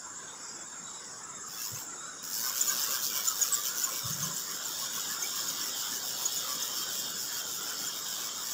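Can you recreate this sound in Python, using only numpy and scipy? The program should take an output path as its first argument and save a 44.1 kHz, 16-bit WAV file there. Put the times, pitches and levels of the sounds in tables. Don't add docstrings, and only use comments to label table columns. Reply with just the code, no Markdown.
import sys
import numpy as np
from scipy import signal
from scipy.fft import rfft, irfft, next_fast_len
from scipy.io import wavfile
from scipy.ndimage import uniform_filter1d

SR = 44100
rng = np.random.default_rng(int(sys.argv[2]) if len(sys.argv) > 2 else 0)


def transcribe(signal):
    frames = np.atleast_2d(signal).T
    limited = np.clip(frames, -1, 1)
    pcm = np.round(limited * 32767).astype(np.int16)
    wavfile.write(sys.argv[1], SR, pcm)


N = 376173


def gain_of(db):
    return 10 ** (np.asarray(db) / 20)


def evened(x):
    return x / np.sqrt(np.mean(x ** 2) + 1e-20)


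def read(points, hz):
    f, value = np.transpose(points)
    return np.interp(np.log(hz + 1), np.log(f + 1), value)


def along(rows):
    return np.interp(np.arange(N) / SR, *np.transpose(rows))


def gain_during(tables):
    t = np.arange(N) / SR
    return np.max([gain_of(np.interp(t, *np.transpose(rows), left=-200, right=-200)) for rows in tables], axis=0)


def add(mix, s, sound):
    start = round(s * SR)
    part = mix[max(start, 0):max(start + len(sound), 0)]
    part += sound[max(-start, 0):][:len(part)]


def drift(per_s):
    f = np.geomspace(per_s / 8, per_s, num=16)
    t = np.arange(0, N + 64, 64) / SR
    wave = np.sin(2 * np.pi * (np.outer(t, f) + rng.random(16))).sum(axis=1)
    return np.interp(np.arange(N), np.arange(len(t)) * 64, evened(wave))


def resonate(x, hz, width):
    turn = np.exp(2j * np.pi * np.cumsum(hz * np.ones(len(x))) / SR)
    r = np.exp(-np.pi * width / SR)
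    return 2 * (turn * signal.lfilter([(1 - r) ** 2], [1, -2 * r, r * r], x / turn)).real


def noise(spectrum):
    count = next_fast_len(N)
    colour = gain_of(read(spectrum, np.fft.rfftfreq(count, 1 / SR)))
    return evened(irfft(rfft(rng.standard_normal(count)) * colour, count)[:N])


def patchy(x, patchy_db, size):
    z = signal.stft(x, nperseg=1024, noverlap=768)[2]
    patches = rng.standard_normal(z.shape[::-1]).T
    patches = evened(uniform_filter1d(uniform_filter1d(patches, size[0], axis=0), size[1], axis=1))
    patched = z * gain_of(patchy_db * np.clip(patches, -3, 1.9))
    return signal.istft(patched, nperseg=1024, noverlap=768)[1][:N]


def patch_depth(points):
    return read(points, np.fft.rfftfreq(1024, 1 / SR))[:, None]


def flickering(modes, flicker_db, per_s, waver):
    total = np.zeros(N)
    for hz, width, db in modes:
        tone = evened(resonate(rng.standard_normal(N), hz * (1 + waver * drift(per_s / 2)), width))
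        total += gain_of(db + flicker_db * np.tanh(drift(per_s))) * tone
    return evened(total)


def glides(rows, blur_hz):
    out = np.zeros(N)
    for (s, length, first_hz, last_hz, db), air in zip(rows, rng.standard_normal((len(rows), SR // 4))):
        pitch = np.linspace(first_hz, last_hz, int(np.clip(length, .03, .24) * SR))
        tone = evened(resonate(air[:len(pitch)], pitch, blur_hz))
        add(out, s, gain_of(db) * signal.windows.tukey(len(pitch), .6) * tone)
    return out


def foliage(x, wet_db, t60):
    t = np.arange(SR // 4) / SR
    tail = rng.standard_normal(len(t)) * gain_of(-60 * t / t60) * (t > .004)
    return x + gain_of(wet_db) * signal.oaconvolve(x, tail / np.linalg.norm(tail))[:N]


# freq_hz, density_db [dB per Hz]
RIVER_COLOUR = [(24, -40), (50, -16), (172, -2), (465, -3.5), (714, -7), (1100, -1.5), (1210, -1.5),
                (1360, 1.5), (1640, -2.5), (1850, -7.5), (2170, -13), (3390, -23.5), (4200, -23),
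                (5460, -42), (9240, -120)]
# time_s, level_db
RIVER_LEVEL = [(0, -51), (.4, -49), (.65, -50.5), (2.2, -49.5), (2.8, -46), (3.3, -48.5), (4.2, -47.5),
               (6.5, -46), (8.53, -48)]
# freq_hz, patch_depth_db
RIVER_GURGLE = [(500, 2.5), (1300, 4.5)]


def river():
    return gain_of(along(RIVER_LEVEL)) * evened(patchy(noise(RIVER_COLOUR), patch_depth(RIVER_GURGLE), size=(4, 12)))


# freq_hz, density_db [dB per Hz]
CHORUS_COLOUR = [(4200, -33), (5000, -43), (6150, -8.5), (6500, -1), (7000, 1.5), (7400, -1.5),
                 (8100, -16.5), (10300, -17.5), (10800, -42), (13200, -35), (14300, -26), (15600, -29)]
# time_s, level_db
CHORUS_SWELL = [(0, -47.5), (1, -47.5), (2.2, -46), (3, -43.5), (5, -42), (8.5, -43.5)]


def cicada_chorus():
    buzz = gain_of(0.65 * evened(uniform_filter1d(rng.standard_normal(N), size=150)))
    throb_hz = 17.6 + 1.4 * drift(2.0)
    throb = gain_of(0.63 * np.sin(2 * np.pi * np.cumsum(throb_hz) / SR))
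    hiss = evened(patchy(noise(CHORUS_COLOUR), patchy_db=2.2, size=(4, 24)))
    return gain_of(along(CHORUS_SWELL)) * buzz * throb * hiss


# freq_hz, density_db [dB per Hz]
DRONE_COLOUR = [(4300, -31.5), (4750, -7), (5150, 2.5), (5450, 3), (5800, 1), (6200, -36), (10600, -25),
                (11500, -22), (12300, -44)]
# time_s, level_db
DRONE_LEVEL = [(0, -55), (.15, -63), (.3, -59), (.49, -47), (.56, -52), (.78, -64), (.86, -58),
               (1.05, -49.5), (1.22, -53), (1.36, -65), (1.5, -50), (1.9, -59), (2.2, -53), (3, -53.5),
               (5.3, -45), (7, -46), (8.5, -46)]


def low_cicada():
    return gain_of(along(DRONE_LEVEL)) * evened(patchy(noise(DRONE_COLOUR), patchy_db=3.5, size=(3, 14)))


RASP_HZ, RASP_WIDTH_HZ = 3186, 89
# time_s, level_db
RASP_LEVEL = [(2.4, -66), (2.95, -51), (4.2, -63), (5.3, -52.5), (6.4, -55.5), (6.55, -50), (7.08, -48.5),
              (7.15, -63), (7.35, -49.5), (7.55, -55), (7.8, -49), (8.1, -50.5), (8.55, -57)]


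def rasping_insect():
    rasp = flickering([(RASP_HZ, RASP_WIDTH_HZ, 0)], flicker_db=4.5, per_s=13.0, waver=0.015)
    return gain_during([RASP_LEVEL]) * rasp


# pitch_hz, width_hz, relative_level_db
WHISTLER_TONES = [(2900, 70, -9), (3400, 500, -2), (3620, 120, -4), (3876, 75, -7), (4554, 350, -3),
                  (5195, 84, 0)]
# time_s, level_db
WHISTLER_LEVEL = [(0, -65), (.3, -57), (.5, -64), (.9, -58), (1.2, -62), (2.2, -59.5), (2.8, -45),
                  (4.2, -47.5), (5, -43.5), (7.05, -42), (7.2, -47.5), (7.9, -44.5), (8.5, -45.5)]


def whistlers():
    return gain_of(along(WHISTLER_LEVEL)) * flickering(WHISTLER_TONES, flicker_db=5., per_s=9., waver=0.0088)


# start_s, length_s, first_hz, last_hz, level_db
BREATHY_TONES = [(0.258, 0.11, 3550, 3720, -56), (0.554, 0.11, 3400, 3470, -61),
                 (0.628, 0.16, 3660, 3670, -61), (0.82, 0.22, 3840, 3870, -55.5),
                 (1.276, 0.18, 3780, 3560, -61.5), (1.52, 0.082, 3380, 3500, -56),
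                 (1.565, 0.12, 2645, 2760, -55), (1.747, 0.046, 2560, 2700, -58),
                 (1.945, 0.2, 3640, 4040, -58), (2.082, 0.19, 3710, 3830, -58),
                 (1.79, .04, 3080, 3180, -60)]


def breathy_tones():
    return glides(BREATHY_TONES, blur_hz=95.)


LOW_CRICKET_SONG = [(-.005, .171), (.445, .966), (1.246, 1.475), (1.704, 2.106), (2.33, 2.679),
                    (2.784, 2.952), (3.302, 3.764), (4.211, 4.66), (5.0, 5.462), (5.63, 6.494),
                    (6.655, 7.805), (7.966, 8.484)], 7410, 420, 17.3
HIGH_CRICKET_SONG = [(.187, .662), (.888, 1.424), (1.662, 2.075), (2.37, 2.78), (3.137, 3.485),
                     (3.912, 4.32), (4.792, 5.207), (5.44, 5.914), (6.27, 6.62), (6.916, 7.395),
                     (7.624, 7.74), (8.035, 8.511)], 7770, 20, 17
LOW_CRICKET_DB, HIGH_CRICKET_DB = -43.3, -47


def cricket(phrases, hz, fall_hz, per_s, db, length=.037):
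    out, u = np.zeros(N), np.linspace(0, 1, int(length * SR))
    for first, last in phrases:
        times = np.linspace(first, last, round((last - first) * per_s) + 1)
        for s, (shift, size) in zip(times, rng.standard_normal((len(times), 2))):
            phase = 2 * np.pi * np.cumsum(hz + 12 * shift - fall_hz * u ** 5) / SR
            chirp = signal.windows.tukey(len(u), .45) * np.sin(phase)
            add(out, s - length / 2, gain_of(db + .6 * size) * chirp)
    return out


def crickets():
    pair = cricket(*LOW_CRICKET_SONG, LOW_CRICKET_DB) + cricket(*HIGH_CRICKET_SONG, HIGH_CRICKET_DB)
    return foliage(pair, wet_db=-14, t60=.08)


GUST_HZ, GUST_RISE_HZ_PER_S = 129, 110
GUST_EDGE_S = 0.049
# start_s, length_s, level_db
WIND_GUSTS = [(1.7, 0.095, -41.5), (4.01, 0.35, -43)]


def wind():
    out = np.zeros(N)
    for (s, length, db), air in zip(WIND_GUSTS, rng.standard_normal((len(WIND_GUSTS), SR // 2))):
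        t = np.arange(int(length * SR)) / SR
        hz = GUST_HZ + GUST_RISE_HZ_PER_S * t
        lumps = resonate(resonate(air[:len(t)], hz, 93.0), hz, 93.0)
        edges = np.clip(np.minimum(t, (length - t) / 2) / GUST_EDGE_S, 0, 1)
        add(out, s, gain_of(db) * edges * evened(lumps))
    return out


BIND_S, SECOND_S = 0.023, .03
# start_s, bind_db, second_bind [share of the turn], second_bind_db
SPOOL_TURNS = [(1.45, -1, 0.72, 0.5), (1.72, -5, .5, 0.5), (2.29, -4, 0.56, -3.5), (2.527, -8, 0.51, -4),
               (2.759, -5, 0.5, -6.5), (2.991, -8, 0.51, -8), (3.222, -8, 0.43, -8.5),
               (3.508, -6, 0.45, -7), (3.73, -9, 0.57, -3), (4.028, -7, 0.47, -5.5), (4.311, -8, 0.55, -5),
               (4.601, -10.5, 0.49, -4), (4.892, -10.5, 0.53, -6), (5.179, -8, 0.48, -5.5),
               (5.44, -5, 0.44, -6), (5.73, -10.5, 0.51, -3.5), (6.009, -9.5, 0.52, -6),
               (6.29, -4.5, 0.53, -6.5), (6.58, -7, 0.46, -5.5), (6.869, -8, 0.7, -5.5),
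               (7.14, -13, 0.47, -4.5), (7.451, -9.5, 0.5, -4.5), (7.76, -7.5, 0.59, -4.5),
               (8.032, -8, 0.46, -3), (8.319, -11, 0.28, -5), (8.6, -4, .5, 0)]


def spool():
    start, bind_db, share, second_db = np.transpose(SPOOL_TURNS)
    t = np.arange(0, N + 64, 64) / SR
    second = start[:-1] + share[:-1] * np.diff(start)
    dips = np.exp(-.5 * ((t[:, None] - start) / BIND_S) ** 2) @ bind_db
    dips = dips + np.exp(-.5 * ((t[:, None] - second) / SECOND_S) ** 2) @ second_db[:-1]
    now = np.arange(N) / SR
    return np.interp(now, start, np.arange(len(start))), np.interp(now, t, dips)


HUM_SWING_DB, HUM_PEAK = 4.5, 0.78
# freq_hz, width_hz, relative_level_db
ROD_MODES = [(524, 86, 0.5), (1077, 170, 7), (1175, 38, 3.5), (1467, 380, 8), (1650, 52, 5), (2285, 100, 2)]
# time_s, level_db
HUM_LEVEL = [(1.65, -72), (1.78, -48), (1.9, -71), (2.2, -84), (2.45, -50), (2.9, -48.5), (3.5, -53),
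             (3.9, -52), (4.3, -51.5), (4.4, -64), (4.8, -57.5), (5.45, -51), (6.15, -62), (6.47, -50.5),
             (7.1, -64.5), (8.2, -52), (8.35, -60), (8.55, -52)]


def rod_hum():
    hum = flickering(ROD_MODES, flicker_db=8., per_s=9., waver=.02)
    swing = gain_of(HUM_SWING_DB * np.cos(2 * np.pi * (spool()[0] - HUM_PEAK)))
    return gain_during([HUM_LEVEL]) * swing * hum


# start_s, length_s, first_hz, last_hz, level_db
HOLLOW_TONES = [(2.43, 0.066, 1510, 1510, -45), (2.68, 0.069, 1560, 1540, -44),
                (2.69, 0.057, 1088, 1130, -44), (2.86, 0.1, 1120, 1224, -43.5),
                (2.91, 0.059, 1570, 1580, -45.5), (3.26, 0.082, 1392, 1233, -42),
                (3.48, 0.15, 1140, 1200, -45), (3.79, 0.072, 1459, 1470, -45),
                (3.86, 0.049, 1097, 1045, -42.5), (4.06, 0.062, 1095, 1110, -46.5),
                (4.22, 0.046, 1070, 1027, -46.5), (4.3, 0.0404, 1050, 1040, -45.5),
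                (4.81, 0.046, 1120, 1058, -44.5), (4.97, 0.034, 1080, 1112, -45),
                (5.08, 0.073, 1670, 1730, -46.5), (5.22, 0.055, 2220, 2390, -46),
                (6.45, 0.12, 1170, 1138, -48)]


def hoots():
    return glides(HOLLOW_TONES, blur_hz=60.4)


# start_s, peak_db, pitch_hz, glide_hz, length_s
DRAG_SQUEAKS = [(1.75, -38, 6400, -200, 0.016), (2.613, -17.5, 7070, -100, 0.0061),
                (2.677, -25, 6840, -500, 0.029), (2.836, -28.5, 7500, -200, 0.01),
                (3.274, -23, 7010, 300, 0.019), (3.415, -21.5, 6780, -150, 0.02),
                (3.522, -23.5, 7630, -900, 0.034), (3.839, -21.5, 7000, -200, 0.012),
                (4.13, -30, 6500, -200, 0.01), (4.226, -29, 6390, -200, 0.022),
                (4.364, -32.5, 7600, -400, 0.012), (4.653, -31.5, 7260, -200, 0.013),
                (5.225, -26.5, 6500, -100, 0.011), (5.485, -28, 6890, -200, 0.014),
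                (6.255, -22.5, 6840, 202, 0.013), (6.361, -31.5, 6950, -200, 0.028),
                (6.624, -29.5, 6380, -300, 0.01), (6.992, -34, 7380, -200, 0.015),
                (7.87, -33, 7160, -600, 0.023)]


def squeaks():
    out = np.zeros(N)
    roughness = rng.standard_normal((len(DRAG_SQUEAKS), 2000))
    for (s, db, hz, glide_hz, length), rough in zip(DRAG_SQUEAKS, roughness):
        u = np.linspace(0, 1, int(np.clip(length, .006, .04) * SR))
        wobble = evened(uniform_filter1d(rough, size=40))[:len(u)]
        phase = 2 * np.pi * np.cumsum(hz + glide_hz * (u - .5) + 150 * wobble) / SR
        whistle = np.sin(phase) + 0.12 * np.sin(2 * phase)
        add(out, s - .002, gain_of(db) * signal.windows.tukey(len(u), .25) * whistle)
    return out


# freq_hz, level_db
HOUSING_COLOUR = [(1800, -42.5), (2500, -9), (3100, -2.5), (3500, -5.5), (4150, -4.5), (4850, 1),
                  (5500, 8.5), (6100, 5), (7000, 5.5), (8300, -4), (10000, -4), (12200, -4), (14300, 5),
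                  (15000, 1.5), (15700, 5.5)]


def through_housing(x):
    log_gain = np.log(gain_of(read(HOUSING_COLOUR, np.fft.rfftfreq(4096, 1 / SR))))
    log_gain = np.r_[log_gain, log_gain[-2:0:-1]]
    body = np.fft.ifft(np.exp(log_gain - 1j * signal.hilbert(log_gain).imag)).real[:1024]
    return signal.oaconvolve(x, body / np.linalg.norm(body))[:N]


# time_s, ratchet_level_db before the binding
LINE_PULLS = [
    [(1.45, -79), (1.48, -47.5), (1.62, -36.5), (1.82, -40.5), (1.88, -58)],
    [(2.215, -75), (2.232, -39.5), (2.38, -30.5), (3.0, -29.5), (3.6, -31.5), (4.1, -35), (4.6, -37),
     (5.4, -35), (6.5, -35), (7.3, -37), (8.2, -37.5), (8.55, -38)],
]
# time_s, clicks_per_s
SPOOL_SPEED = [(1.45, 72), (1.62, 103), (1.85, 49), (2.22, 73), (2.45, 122), (3.0, 143), (3.45, 127),
               (4.0, 112), (4.8, 104), (5.8, 103), (6.5, 124), (7.5, 110), (8.5, 104)]


def ratchet(surge=.06, rattle=0.089, soften=0.7, ring_s=0.0063, rise_s=0.00089, fall_s=.0011):
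    bind_db = spool()[1]
    softening = gain_of(soften * bind_db)
    clicks_per_s = along(SPOOL_SPEED) * np.exp(surge * (bind_db - bind_db.mean()) + 0.0391 * drift(40))
    tooth = (np.cumsum(clicks_per_s) / SR).astype(int)
    since = np.arange(N) - np.searchsorted(tooth, tooth)
    force = gain_of(1.3 * rng.standard_normal(N)[tooth])
    rise = (1 - np.exp(-since / (rise_s * SR))) ** 2
    fall = 2 * np.exp(-since / (fall_s * SR)) + 0.2 * np.exp(-since / (ring_s * SR))
    ticks = rng.standard_normal(N) * (force * rise * fall + rattle * softening)
    return through_housing(gain_during(LINE_PULLS) * softening * evened(ticks))


LINE_HZ, LINE_WIDTH_HZ, LINE_DB = 14700, 960, -17


def line_hiss():
    hiss = evened(resonate(rng.standard_normal(N), LINE_HZ, LINE_WIDTH_HZ))
    return gain_during(LINE_PULLS) * gain_of(LINE_DB) * hiss


# freq_hz, patch_depth_db
REEL_SHIFTING = [(2000, 5.5), (4500, 4), (8000, 2.2), (15000, 1.5)]


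def reel():
    running = patchy(ratchet() + line_hiss(), patch_depth(REEL_SHIFTING), size=(5, 10))
    return foliage(running + squeaks(), wet_db=-9.0, t60=0.058)


def scene():
    insects = cicada_chorus() + low_cicada() + rasping_insect() + whistlers() + crickets()
    bank = river() + insects + breathy_tones() + wind()
    return (bank + rod_hum() + hoots() + reel())[None]


EDGE_HZ = 15650


def record(dry):
    thin = signal.sosfilt(signal.butter(2, 62., "high", fs=SR, output="sos"), dry)
    return signal.oaconvolve(thin, signal.firwin(511, EDGE_HZ, window=("kaiser", 9), fs=SR)[None], "same")


dry = scene()
out = record(dry)
transcribe(out)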